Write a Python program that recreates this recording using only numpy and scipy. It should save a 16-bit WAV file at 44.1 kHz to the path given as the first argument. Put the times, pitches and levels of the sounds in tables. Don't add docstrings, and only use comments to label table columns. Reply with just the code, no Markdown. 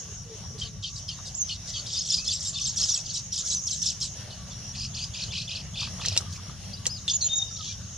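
import sys
import numpy as np
from scipy import signal
from scipy.fft import rfft, irfft, next_fast_len
from scipy.io import wavfile
from scipy.ndimage import uniform_filter1d

SR = 44100
rng = np.random.default_rng(int(sys.argv[2]) if len(sys.argv) > 2 else 0)


def int16_out(signal):
    q = np.round(np.clip(np.atleast_2d(signal).T, -1, 1) * 32767)
    wavfile.write(sys.argv[1], SR, q.astype(np.int16))


N = 351477

# t/s, length/s, crest time/length, relative crest level/dB, tilt/(dB per octave)
BURSTS = [(0.58, 0.04, 0.48, -36, 3), (0.609, 0.078, 0.27, -32.5, -13), (0.824, 0.083, 0.22, -29.5, -13),
          (0.938, 0.065, 0.86, -44.5, 8), (1.079, 0.081, 0.25, -34.5, -13),
          (1.254, 0.057, 0.22, -39.5, 6.5), (1.479, 0.085, 0.3, -29, -7), (1.67, 0.06, 0.59, -33.5, 3),
          (1.731, 0.095, 0.2, -30.5, -11), (1.859, 0.2, 0.71, -29.5, -2), (2.047, 0.17, 0.58, -26.5, 0.5),
          (2.242, 0.16, 0.53, -27.5, 1.5), (2.398, 0.14, 0.46, -35.5, 10), (2.527, 0.23, 0.31, -30.5, -4),
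          (2.757, 0.26, 0.24, -27.5, 4), (3.045, 0.085, 0.65, -33, -7), (3.134, 0.069, .5, -30.5, 5),
          (3.318, 0.11, 0.59, -29, 4), (3.446, 0.13, 0.49, -33, 8), (3.666, 0.15, 0.36, -36, 9),
          (3.814, .12, 0.5, -28, 4.5), (3.999, 0.083, 0.42, -30, 6), (4.295, 0.064, 0.26, -42, -8),
          (4.496, 0.065, 0.28, -41.5, -7), (7.078, 0.068, 0.34, -23, -9), (7.231, 0.11, 0.34, -37, -25),
          (7.549, 0.2, 0.75, -33, -15.5)]
# t/s, relative level/dB, top f/Hz
CHIPS = [(0.829, -35, 5250), (0.974, -33, 5180), (1.08, -27.5, 5220), (1.275, -33, 5040),
         (1.485, -29.5, 5150), (1.675, -34, 5180), (1.734, -31, 4990), (1.865, -28, 5120),
         (1.886, -32, 4890), (1.928, -21.5, 5610), (2.051, -29, 5140), (2.101, -16, 5490),
         (2.3046, -20.5, 4790), (2.404, -27.5, 5530), (2.447, -29, 5400), (2.478, -28, 5240),
         (2.539, -27, 4500), (2.608, -22.5, 6040), (2.653, -19.5, 5570), (2.766, -18.5, 5910),
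         (2.8075, -16, 5610), (2.8877, -16, 6090), (2.938, -15.5, 5690), (3.057, -28, 5090),
         (3.14, -23, 5500), (3.321, -21.5, 5820), (3.3607, -24, 5520), (3.392, -31, 5400),
         (3.4584, -23.5, 5760), (3.5, -21, 5530), (3.53, -22, 5450), (3.666, -21, 5740), (3.709, -22, 5420),
         (3.738, -30, 5370), (3.817, -18.5, 6000), (3.857, -24, 5670), (3.885, -19.5, 5380),
         (4.009, -21.5, 5540), (4.035, -25, 5140)]


def amp(db):
    return 10 ** (np.asarray(db) / 20)


def evened(x):
    return x / np.sqrt(np.mean(x ** 2) + 1e-20)


def wander(count, span):
    return evened(uniform_filter1d(rng.standard_normal(count), span))


def curve_at(points, hz):
    f, value = np.transpose(points)
    return np.interp(np.log(hz + 1), np.log(f + 1), value)


def add(mix, start, sound):
    part = mix[..., round(start * SR):][..., :sound.shape[-1]]
    part += sound[..., :part.shape[-1]]


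def resonate(x, hz, *widths):
    carrier = np.exp(2j * np.pi * np.cumsum(hz * np.ones(len(x))) / SR)
    for width in widths:
        pole = np.exp(-np.pi * width / SR)
        x = 2 * (carrier * signal.lfilter([1 - pole], [1, -pole], x / carrier)).real
    return x


def sweeps(starts, length, hz, db, overtone_db, size):
    u = np.arange(size) / (SR * length[:, None])
    first, middle, last = hz[:, :, None]
    pitch = first * (1 - u) * (1 - 2 * u) + 4 * middle * u * (1 - u) + last * u * (2 * u - 1)
    phase = 2 * np.pi * (np.cumsum(pitch, axis=1) / SR + rng.random((len(starts), 1)))
    tone = np.sin(phase) + amp(overtone_db) * np.sin(2 * phase)
    tone *= amp(db)[:, None] * np.sin(np.pi * np.minimum(u, 1)) ** .6
    at = (starts * SR).astype(int)[:, None] + np.arange(size)
    return np.bincount(at.ravel(), tone.ravel(), N + size)[:N]


def whistles(contours, overtone_db, pan_db, lag_us=0):
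    out = np.zeros((2, N))
    lag = np.array([[1], [0]]) * lag_us / 1e6
    balance_db = np.array([[.5], [-.5]]) * pan_db
    for rows in contours:
        s, *columns = np.transpose(rows)
        t = np.arange(s[0], s[-1], 1 / SR)
        hz, db = (uniform_filter1d(np.interp(t, s, c), 120) for c in columns)
        phase = 2 * np.pi * (np.cumsum(hz) / SR - hz * lag)
        tone = np.sin(phase) + amp(overtone_db) * (np.sin(2 * phase) + 0.52 * np.sin(3 * phase))
        envelope = np.clip(np.minimum(t - s[0], s[-1] - t) / .003, 0, 1)
        envelope *= 1 + .15 * wander(len(t), 250)
        add(out, s[0], np.sqrt(2) * tone * envelope * amp(db + balance_db))
    return out


def burst_envelope(row, start_db, end_db, tilt_change):
    start, length, crest, db, tilt = row
    share = np.array([0, np.clip(crest, .05, .95), 1])
    return start + length * share, db + np.array([start_db, 0, end_db]), tilt + tilt_change * (share - .5)


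def wind():
    strength = [(0.0, -42, -52.5), (2.0, -44, -51.5), (3.8, -43.5, -51.5), (4.4, -41.5, -51.5),
                (5.2, -41.5, -49.5), (5.7, -40.5, -49.5), (6.1, -38, -49.5), (6.3, -42, -49),
                (6.9, -40.5, -50.5), (7.0, -43.5, -52), (7.97, -41.5, -52.5)]
    rumble = [(12, -49), (20, -51), (57, 6.5), (102, -1.5), (184, -5.5), (271, -31.5), (340, -26),
              (400, -34), (520, -56), (880, -120)]
    rustle = [(120, -3.5), (200, -11.5), (315, -18.5), (630, -12), (812, -17.5), (1780, -18.5), (2470, -22),
              (2800, -15.5), (3900, -16), (4750, -16.5), (5700, -9.5), (6590, -24), (8350, -24.5),
              (10000, -23.5), (13900, -45.5), (15500, -63)]
    likeness = [(60, 0.93), (130, 0.96), (290, 0.55), (640, 0.74), (1410, 0.64), (3100, 0.73),
                (6820, -0.62), (15000, -0.036)]
    frames, hz = N // 256 + 5, np.fft.rfftfreq(1024, 1 / SR)
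    out, t = np.zeros((2, N)), np.arange(N) / SR
    s, *levels = np.transpose(strength)
    correlation = np.clip(curve_at(likeness, hz), -1, 1)[:, None]
    for shape, level_db, lift_db, patchy_db in zip((rumble, rustle), levels, (0, 4.0), (1.2, 2.2)):
        a, b, c, d, patches = rng.standard_normal((frames, 513, 5)).T
        patches = evened(uniform_filter1d(uniform_filter1d(patches, 8, 0), 10, 1))
        left = a + 1j * b
        right = correlation * left + np.sqrt(1 - correlation ** 2) * (c + 1j * d)
        gain = amp(curve_at(shape, hz)[:, None] + patchy_db * (patches + 0.91 * wander(frames, 20)))
        _, noise = signal.istft(np.array([left, right]) * gain, nperseg=1024, noverlap=768)
        out += evened(noise[:, :N]) * amp(np.interp(t, s, level_db) + lift_db)
    return out * amp([[.5], [-.5]])


def moan():
    strength = [(0, -55.5), (1.6, -49.5), (3, -79), (5.4, -68), (6.1, -39.5), (6.7, -50.5), (7.97, -50)]  # t/s, level/dB
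    hz, width_hz = 97, 16.6
    hum = resonate(rng.standard_normal(N), hz, width_hz, 2 * width_hz)
    return evened(hum) * amp(np.interp(np.arange(N) / SR, *np.transpose(strength)))


def drone():
    hz, width_hz = 1140, 41
    swell = evened(uniform_filter1d(wander(N, 3000), 3000)).clip(-2, 2)
    band = resonate(rng.standard_normal(N), hz, width_hz, width_hz)
    return evened(band) * amp(-73.5 + 6.5 * swell)


def insects():
    strength = [(0.0, -39), (0.24, -46.5), (1.82, -40.5), (2.13, -39.5), (2.66, -42), (2.85, -35.5),
                (3.33, -42), (3.57, -33), (4.33, -45), (5.01, -41.5), (5.73, -49), (6.04, -44.5),
                (6.659, -47.5), (7.05, -45.5), (7.15, -44), (7.45, -41.5), (7.75, -42), (7.97, -44.5)]
    buzzes = [(5750, 810, 27, -4), (6486, 590, 180, -3.5)]  # f/Hz, bandwidth/Hz, stroke rate/Hz, relative level/dB
    level_db = np.interp(np.arange(N) / SR, *np.transpose(strength))
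    out = np.zeros((2, N))
    for hz, width, stroke_hz, db in buzzes:
        strokes = np.cumsum(stroke_hz * (1 + 9.1 * uniform_filter1d(rng.standard_normal(N), 2000))) / SR
        drift = uniform_filter1d(rng.standard_normal(N), 2500, mode="wrap")
        swell = amp(3.7 * evened(uniform_filter1d(drift, 2500)).clip(-2, 1.5))
        gate = swell * (1.1 + np.exp(-(strokes % 1) / 2.3))
        shared, *own = rng.standard_normal((3, N))
        for side in range(2):
            buzz = resonate(gate * (own[side] + 0.47 * shared), hz, width, 0.93 * width)
            out[side] += evened(buzz) * amp(level_db + db)
    return out


def dove():
    coos = [(.01, 0.12, 468, -47.5), (0.251, 0.11, 480, -46.5), (0.495, 0.1, 470, -45),
            (0.629, 0.14, 462, -55), (6.25, 0.072, 1260, -49.5), (7.362, 0.1, 820, -52.5),
            (7.508, .065, 1353, -48), (7.579, 0.047, 1360, -49), (7.645, 0.039, 1280, -53)]
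    sag, crest = 0.107, 0.31
    contours = [[(s, hz, db - 2),
                 (s + crest * length, hz * (1 - sag * crest), db),
                 (s + length, hz * (1 - sag), db - 0.5)] for s, length, hz, db in coos]
    fading = .4 + .5 * wander(N, 1000)
    return whistles(contours, overtone_db=-30, pan_db=2) * fading


def cricket():
    pulse_trains = [(0.026, .1, -55), (0.171, 0.065, -45), (0.301, 0.056, -47.5), (0.436, 0.086, -47),
                    (4.171, 0.04, -44), (4.518, 0.066, -43), (4.653, 0.073, -42), (5.91, 0.076, -45),
                    (6.433, 0.056, -46), (7.357, 0.067, -40), (7.512, 0.072, -40), (7.662, 0.055, -40.5)]
    carrier_hz, pulse_hz = 5610, 82
    out = np.zeros(N)
    for start, length, db in pulse_trains:
        t = np.arange(0, length, 1 / SR)
        pulses = np.maximum(np.sin(2 * np.pi * pulse_hz * t), 0)
        add(out, start, amp(db + 6.5) * pulses * np.sin(2 * np.pi * carrier_hz * t))
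    return out


def brushes():
    strokes = [(0.412, 0.07, -51, 900), (1.164, 0.062, -50, 1080), (6.367, 0.045, -49.5, 1150),
               (6.484, 0.03, -47.5, 1110), (6.047, 0.094, -63, 8000), (6.192, 0.028, -49, 7000),
               (6.27, 0.14, -42.5, 5200), (6.334, 0.063, -51.5, 2460), (6.836, 0.044, -49, 9000)]
    out = np.zeros((2, N))
    for start, length, db, hz in strokes:
        count = int(length * SR)
        grain = amp(3.2 * wander(count, 150))
        shared, *own = rng.standard_normal((3, count))
        pair = np.array([resonate(grain * (shared + 0.52 * x), hz, 0.42 * hz, 0.43 * hz) for x in own])
        add(out, start, amp(db) * evened(pair) * np.hanning(count))
    return out


def twitter():
    colour = [(2600, -18.5), (3300, 1.5), (4500, 4.5), (5500, 5.5), (7000, 0), (8500, -11.5), (11500, -19)]
    sweeps_per_s = 1350
    out, low, high = np.zeros(N), colour[0][0], colour[-1][0]
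    for row in BURSTS:
        t, level_db, tilt = burst_envelope(row, start_db=-7.5, end_db=-12.5, tilt_change=-1.5)
        length = t[-1] - t[0]
        when, long, place, glide, strength = rng.random((round(sweeps_per_s * length), 5)).T
        starts = t[0] + when * length
        mid_hz = low * (high / low) ** place
        step = .3 * (glide - .85)
        pitch = mid_hz * np.array([1 - step, 1 + 0.16 * abs(step), 1 + step])
        colour_db = curve_at(colour, mid_hz) + np.interp(starts, t, tilt) * np.log2(mid_hz / 4000)
        db = np.interp(starts, t, level_db) - 11.0 + 7 * strength + colour_db
        out += sweeps(starts, .0025 + .005 * long, pitch, db, overtone_db=-45, size=340)
    return out


def chirps():
    notes = [(0.614, 0.013, 3170, -0.02, -31), (0.633, 0.014, 3095, -0.0089, -31.5),
             (0.65, 0.017, 2860, -0.015, -49), (0.634, 0.042, 4460, -0.031, -44),
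             (0.855, 0.037, 4380, 0.11, -44), (0.956, .012, 3950, -.03, -47),
             (1.252, 0.016, 3880, 0.0026, -47), (1.686, 0.011, 3850, -0.15, -44),
             (1.752, 0.025, 6480, 0.01, -42.5), (0.836, 0.03, 3150, -0.049, -32.5),
             (0.868, 0.029, 2870, -0.15, -48), (0.96, 0.009, 4920, -0.26, -38.5),
             (1.088, 0.022, 3150, 0.0093, -34), (1.107, 0.019, 2860, -0.038, -42.5),
             (1.109, 0.037, 4470, -0.013, -44), (1.255, 0.011, 4700, -0.39, -41.5),
             (1.495, 0.012, 3110, -0.041, -29.5), (1.505, 0.035, 4390, -0.00091, -35.5),
             (1.511, 0.017, 2900, -0.039, -35.5), (1.741, 0.031, 3290, -0.023, -33.5),
             (1.763, 0.021, 3090, -0.055, -35), (1.756, 0.053, 4530, -0.036, -34.5),
             (1.938, 0.037, 3660, 0.028, -32), (1.97, 0.021, 5030, 0.14, -28.5),
             (1.991, 0.0098, 6500, -0.013, -30.5), (2.002, 0.027, 5230, -0.093, -31.5),
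             (2.141, 0.0077, 4970, -0.034, -20), (2.115, 0.029, 3586, 0.022, -31),
             (2.119, .014, 7080, 0.079, -28.5), (2.172, 0.022, 5020, -0.062, -28),
             (2.271, 0.013, 5180, 0.043, -27.5), (2.281, 0.025, 3500, -0.0077, -26.5),
             (2.327, 0.022, 7540, 0.029, -32), (2.34, 0.032, 5640, -0.25, -34.5),
             (2.459, .015, 3710, -.01, -34), (2.462, 0.044, 7440, -0.05, -35),
             (2.554, 0.022, 3596, 0.001, -31), (2.64, 0.014, 6300, 0, -31),
             (2.672, 0.014, 7400, -0.038, -30.5), (2.661, 0.018, 3700, 0, -33),
             (2.667, .01, 7930, -.12, -36), (2.579, 0.018, 2890, -0.35, -37.5),
             (2.679, 0.0087, 5040, 0.35, -33), (2.688, 0.0062, 4900, -0.27, -34),
             (2.693, 0.0085, 6470, -0.13, -32), (2.698, 0.012, 5500, 0.085, -31.5),
             (2.071, 0.011, 7560, -.12, -39), (2.79, 0.021, 6600, -0.023, -31),
             (2.833, 0.017, 5240, 0.035, -23.5), (2.918, 0.014, 5600, -.05, -26),
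             (2.952, 0.014, 7750, -0.08, -31), (2.975, 0.0056, 6720, -.2, -29),
             (2.912, 0.017, 6770, -.04, -32), (2.97, 0.022, 2630, -0.041, -46),
             (3.097, 0.013, 4480, 0.00032, -35.5), (3.385, 0.015, 7300, -.06, -34),
             (3.156, 0.011, 8100, 0, -41), (3.173, 0.011, 6900, -0.144, -36.5), (3.15, 0.027, 4000, 0, -39),
             (3.372, 0.016, 3700, 0, -39), (3.407, 0.0082, 6570, -0.25, -32),
             (3.476, 0.087, 6580, 0.2, -34), (3.506, 0.034, 3965, -0.0059, -32),
             (3.546, 0.0093, 6090, -0.006, -23), (3.55, 0.057, 6040, -0.16, -33),
             (3.47, 0.026, 3410, -0.16, -50), (3.678, 0.022, 3350, -.18, -43),
             (3.516, 0.02, 7940, 0.015, -39), (3.696, 0.024, 6200, 0.037, -33),
             (3.724, 0.013, 4020, -0.027, -33), (3.732, 0.0062, 7560, -0.017, -31),
             (3.861, 0.017, 5460, 0.0072, -25.5), (3.872, 0.012, 4100, -0.067, -40),
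             (3.901, 0.0063, 6120, -0.23, -28), (4.026, 0.0089, 4190, -0.049, -31),
             (4.03, 0.014, 8180, -0.072, -46), (4.31, 0.028, 3000, -0.048, -46),
             (4.303, 0.0094, 4140, -0.48, -46), (4.33, .008, 4490, -.15, -44),
             (4.51, 0.012, 3510, -0.0014, -46), (4.507, .008, 4640, -.2, -48),
             (4.803, 0.021, 4910, 0.12, -35), (4.992, 0.0073, 4370, 0.03, -43),
             (5.02, 0.011, 4700, 0.072, -35), (5.04, 0.0062, 5020, 0.06, -30.5),
             (4.944, 0.016, 4700, 0.27, -38.5), (5.284, 0.023, 3060, .12, -43),
             (5.223, 0.006, 4300, 0.24, -35), (5.138, 0.014, 4700, 0.14, -43),
             (5.235, 0.006, 4220, -0.18, -33), (5.352, 0.0087, 3010, 0.17, -34), (5.31, .014, 3520, 0, -41),
             (5.4, 0.013, 4120, 0.19, -34), (5.475, 0.014, 3470, .03, -36),
             (5.772, 0.013, 3560, 0.061, -34), (5.794, 0.019, 4450, 0.072, -36),
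             (5.818, 0.016, 4730, -0.34, -40), (6.058, 0.0068, 6060, 0.18, -31.5),
             (6.062, 0.011, 4230, -0.01, -39), (7.081, 0.0084, 3553, -0.039, -22.5),
             (7.089, 0.0058, 3533, 0, -28), (7.096, 0.0083, 3570, -0.011, -24),
             (7.105, 0.0063, 3380, -0.01, -30), (7.211, 0.0163, 4300, -0.1, -28),
             (7.224, 0.027, 4153, 0.01, -29), (7.69, 0.035, 2400, 0, -40),
             (7.635, 0.077, 3390, -0.0097, -44.5), (7.684, 0.027, 3340, 0.11, -44.5)]
    strays_per_s, droop = 6, 0.022
    rows = [np.transpose(notes)]
    for start, length, _, db, tilt in BURSTS:
        when, long, place, glide, softness = rng.random((round(strays_per_s * length), 5)).T
        starts = start + (0.27 + 0.43 * when) * length
        hz = 3200 * 2 ** (1.2 * place)
        level_db = db - 12.5 - 5 * softness + tilt * np.log2(hz / 4500)
        rows.append([starts, 0.0087 + 0.0136 * long, hz, 0.335 * (glide - .6), level_db])
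    starts, length, hz, glide, db = np.hstack(rows)
    pitch = hz * np.array([1 - droop - glide / 2, np.ones_like(hz), 1 - droop + glide / 2])
    clear = sweeps(starts - .002, length + .004, pitch, db + 2.5, overtone_db=-27, size=3600)
    return clear * (1 + 0.34 * wander(N, 40))


def arched_chips():
    arch = [(0, 0.79, -18), (.004, 0.93, -7), (.007, 1, -5.5), (.012, 1, -2.5), (.02, .7, -12),
            (.025, 0.83, -28), (0.037, 0.6, -43)]
    out, (s, share_at, db_at) = np.zeros(N), np.transpose(arch)
    gaps = np.diff([row[0] for row in CHIPS], prepend=0)
    for (start, db, hz), gap in zip(CHIPS, gaps):
        pace = 1.6 if gap < .06 or db < -27.5 else 1
        t = np.arange(0, s[-1], pace / SR)
        share, shape_db = (uniform_filter1d(np.interp(t, s, c), 60) for c in (share_at, db_at))
        phase = 2 * np.pi * np.cumsum(hz * share) / SR
        tone = np.sin(phase) + amp(-13.0 - 37 * (share - 0.6943)) * np.sin(2 * phase)
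        tone *= 1 + .2 * wander(len(t), 50)
        add(out, start, amp(db + shape_db) * tone * signal.windows.tukey(len(t), .1))
    return out


def under_notes():
    fall = [(.004, .78, -32), (.008, .68, -31), (.014, .6, -24.5), (0.025, .58, -20.5), (.036, .5, -35),
            (0.047, 0.42, -29)]
    out, (s, share_at, db_at) = np.zeros(N), np.transpose(fall)
    t = np.arange(s[0], s[-1], 1 / SR)
    share, shape_db = (uniform_filter1d(np.interp(t, s, c), 80) for c in (share_at, db_at))
    for start, db, hz in CHIPS:
        phase = 2 * np.pi * np.cumsum(hz * share) / SR
        tone = np.sin(phase) + amp(-4.5) * np.sin(2 * phase)
        tone *= 1 + 0.88 * wander(len(t), 90)
        add(out, start + s[0], amp(db + shape_db) * tone * signal.windows.tukey(len(t), .1))
    return out


def side_bird():
    plunge = [(1.343, 4350, -45), (1.353, 6900, -29), (1.362, 7420, -40), (1.421, 6220, -24),
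              (1.436, 6150, -32), (1.46, 6050, -55)]
    call = [(0, 5360, -20), (.014, 6250, -8), (0.023, 6450, -1), (.036, 6530, -19), (0.041, 6780, -3),
            (0.061, 6910, 0.5), (.074, 6420, -2), (0.079, 5640, -24), (.084, 3200, -28)]
    entries = [(7.095, -23.5, 0), (7.203, -23, 0), (7.316, -24, .012)]  # t/s, level/dB, t/s in the call before which points are skipped
    calls = [[(start + s, hz, db + shape_db) for s, hz, shape_db in call if s >= skip]
             for start, db, skip in entries]
    return whistles([plunge] + calls, overtone_db=-52, pan_db=-4.0, lag_us=46.3)


def thin_whistles():
    front = [
        [(6.89, 4250, -45), (6.908, 5050, -36.5), (6.94, 5115, -35.5), (6.966, 4660, -44), (6.995, 3530, -51)],
        [(7.293, 3700, -36), (7.321, 3662, -26), (7.346, 3700, -25.5), (7.356, 3730, -38), (7.402, 3713, -32),
         (7.411, 3646, -37), (7.426, 3710, -22.5), (7.44, 3702, -38.5), (7.47, 3680, -43), (7.48, 3670, -58),
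         (7.575, 3673, -47)],
        [(6.728, 3930, -45), (6.74, 5040, -37.5), (6.755, 4550, -44)],
        [(6.77, 3700, -52), (6.778, 4100, -45), (6.786, 3900, -52)],
        [(2.18, 2400, -50), (2.202, 2570, -46.5), (2.245, 2630, -54)],
    ]
    far = [
        [(7.465, 5500, -56), (7.485, 4950, -49), (7.52, 4650, -55)],
        [(7.8, 5600, -62), (7.84, 4500, -59), (7.89, 3500, -62), (7.96, 2500, -69)],
    ]
    return whistles(front + far, overtone_db=-32, pan_db=4.0)


def trills():
    # t/s, length/s, crest time/length, relative crest level/dB, tilt/(dB per octave)
    phrases = [(4.734, 0.15, 0.77, -35.5, 2), (4.931, 0.16, 0.52, -34, 0.5),
               (5.131, 0.16, 0.56, -32.5, -1.5), (5.302, 0.17, 0.52, -31, -2), (5.473, 0.15, 0.55, -30, -3),
               (5.738, 0.16, 0.61, -30.5, -3.5), (5.997, 0.19, 0.52, -32, -1.5)]
    # turning f/Hz, entry t/s, warble rate/Hz, swing/pitch, harmonic levels/dB
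    voices = [(3510, 0, 50, -.31, (-6.5, -12, -21)), (3850, 0.015, 46, 0.34, (-7.5, -40))]
    throat_hz, throat_width_hz, rasp_hz, lead_s = 4480, 1050, 752, 0.014
    out, formant_hz = np.zeros(N), np.zeros(N) + throat_hz
    for row in phrases:
        s, *columns = burst_envelope(row, start_db=-4.5, end_db=-15, tilt_change=3)
        t = np.arange(s[0], s[-1], 1 / SR)
        level_db, tilt = (np.interp(t, s, c) for c in columns)
        age = t - s[0]
        add(formant_hz, s[0], throat_hz * (0.23 * (age / age[-1] - .5) + 0.035 * row[4]))
        climb = -0.1397 * np.maximum(1 - age / lead_s, 0) ** 2
        warbling = age > lead_s
        for hz, entry, warble_hz, swing, partials_db in voices:
            slow, reach, fast, shimmer = (wander(len(t), span) for span in (900, 700, 60, 60))
            turns = np.cumsum(warbling * warble_hz * (1 + .22 * slow)) / SR
            bow = uniform_filter1d(abs(np.sin(np.pi * turns)), 80)
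            warble = swing * bow * (1 + .24 * reach) + 0.038 * reach * warbling
            pitch = hz * (1 + climb + warble + .02 * fast)
            phase = 2 * np.pi * np.cumsum(pitch) / SR
            tone = sum(amp(db + tilt * np.log2(k * pitch / 3500)) * np.sin(k * phase)
                       for k, db in enumerate(partials_db, 1))
            pulse = np.where(warbling, 1 + .35 * reach + .35 * shimmer, amp(-2))
            rasp = np.sin(2 * np.pi * np.cumsum(rasp_hz * (1 + .25 * slow + 0.145 * fast)) / SR)
            pulse *= 1 + .55 * warbling * rasp
            fade = np.clip((age - entry) / 0.0034, 0, 1) * signal.windows.tukey(len(t), .1)
            add(out, s[0], amp(level_db) * tone * pulse * fade)
    return out + amp(3.5) * resonate(out, formant_hz, throat_width_hz)


def frond_blows(rows, t60, rough):
    modes = [(480, 10.5), (670, 6), (1130, 8.5), (1900, 9), (2670, -5.5), (3350, -7), (4100, 0),
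             (5200, 0.5), (6100, 0), (7100, 5)]
    mode_hz, mode_db = np.transpose(modes)
    out, t = np.zeros(N), np.arange(2500) / SR
    for start, db, hz in rows:
        ring = amp(mode_db - 60 * np.log2(mode_hz / hz) ** 2) @ np.sin(2 * np.pi * np.outer(mode_hz, t))
        ring += rough * resonate(rng.standard_normal(len(t)), hz, 0.68 * hz, 2.1 * hz)
        crack = resonate(resonate(rng.standard_normal(len(t)), 4000, 7000), 4400, 6000)
        ring += amp(-14 - 60 * t / 0.0093) * crack
        add(out, start, amp(db - 60 * t / t60) * np.minimum(t / 0.00049, 1) * ring)
    return out


def frond_knocks():
    knocks = [(5.817, -41.5, 1148), (5.83, -40, 1260), (5.873, -42, 1120), (5.997, -43, 1100),
              (6.016, -38, 1140), (6.049, -37, 1690), (6.073, -41, 573), (6.12, -40, 700),
              (6.164, -28.5, 720), (6.206, -44, 1100), (6.219, -44, 1100), (6.856, -36.5, 1860),
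              (6.866, -38.5, 573), (7.078, -44.5, 2170)]
    return frond_blows(knocks, t60=.035, rough=4.5) * amp(-4)


def frond_snaps():
    snaps = [(6.052, -18, 3300), (6.0594, -18, 5030), (6.084, -15.5, 4570), (6.126, -24.5, 4730),
             (6.156, -21, 2630), (6.165, -7, 2390), (6.1753, -8.5, 5300), (6.21, -33, 5560),
             (6.8555, -19, 3320), (6.8665, -14, 6030), (7.0792, -14.5, 3510)]
    t, t60 = np.arange(900) / SR, 0.013
    out = through_air(frond_blows(snaps, t60, rough=1.12))
    for start, db, hz in snaps:
        hiss = resonate(rng.standard_normal(len(t)), 10700, 3000, 3000)
        add(out, start, amp(db - 20 + 6 * np.log2(hz / 5000) - 60 * t / t60) * hiss)
    return out


def through_air(x):
    response = [(2000, -23.5), (2500, -3.5), (7500, 2.5), (9500, -4), (11500, -7.5), (13000, -48)]  # f/Hz, gain/dB
    size = next_fast_len(N)
    gain = amp(curve_at(response, np.fft.rfftfreq(size, 1 / SR)))
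    return irfft(rfft(x, size) * gain, size)[:N]


def ports(x, lag_us):
    balance = [(2500, 0), (4500, 1.4), (7000, -1.5), (11000, 0)]  # f/Hz, level of left over right/dB
    size = next_fast_len(N)
    hz = np.fft.rfftfreq(size, 1 / SR)
    left = amp(curve_at(balance, hz) / 2) * np.exp(-1j * np.pi * hz * lag_us / 1e6)
    return irfft(rfft(x, size) * np.array([left, 1 / left]), size)[:, :N]


def foliage(x, t60, apart):
    delays = np.arange(80, 20000, 20) + rng.integers(0, 20, (3, 996))
    taps = np.zeros((3, 20100))
    np.put_along_axis(taps, delays, rng.choice([-1., 1.], delays.shape) * amp(-60 * delays / SR / t60), 1)
    pair = taps[2] + apart * taps[:2]
    return signal.oaconvolve(x[None], pair / np.linalg.norm(pair[0]), axes=1)[:, :N]


def scene():
    weavers = through_air(chirps() + arched_chips() + under_notes() + twitter() + trills())
    whistling = side_bird() + thin_whistles()
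    coos, chirring = dove(), cricket()
    knocks, snaps = frond_knocks(), frond_snaps()
    direct = ports(weavers, lag_us=13.6) + whistling + coos + ports(chirring, lag_us=21)
    direct += ports(knocks, lag_us=33) + ports(snaps, lag_us=51.0)
    echoes = amp(-7.5) * foliage(weavers, t60=.14, apart=.6)
    echoes += amp(-8.5) * foliage(whistling[0] + chirring, t60=0.3, apart=0.92)
    echoes += amp(-4.5) * foliage(snaps + knocks, t60=0.052, apart=4.1)
    return direct + echoes + insects() + wind() + moan() + drone() + brushes()


def record(dry):
    low_hz, high_hz = 44, 15650
    dry = signal.sosfilt(signal.butter(3, low_hz, "high", fs=SR, output="sos"), dry)
    return signal.oaconvolve(dry, signal.firwin(1023, high_hz, window=("kaiser", 9), fs=SR)[None], "same")


dry = scene()
out = record(dry)
int16_out(out)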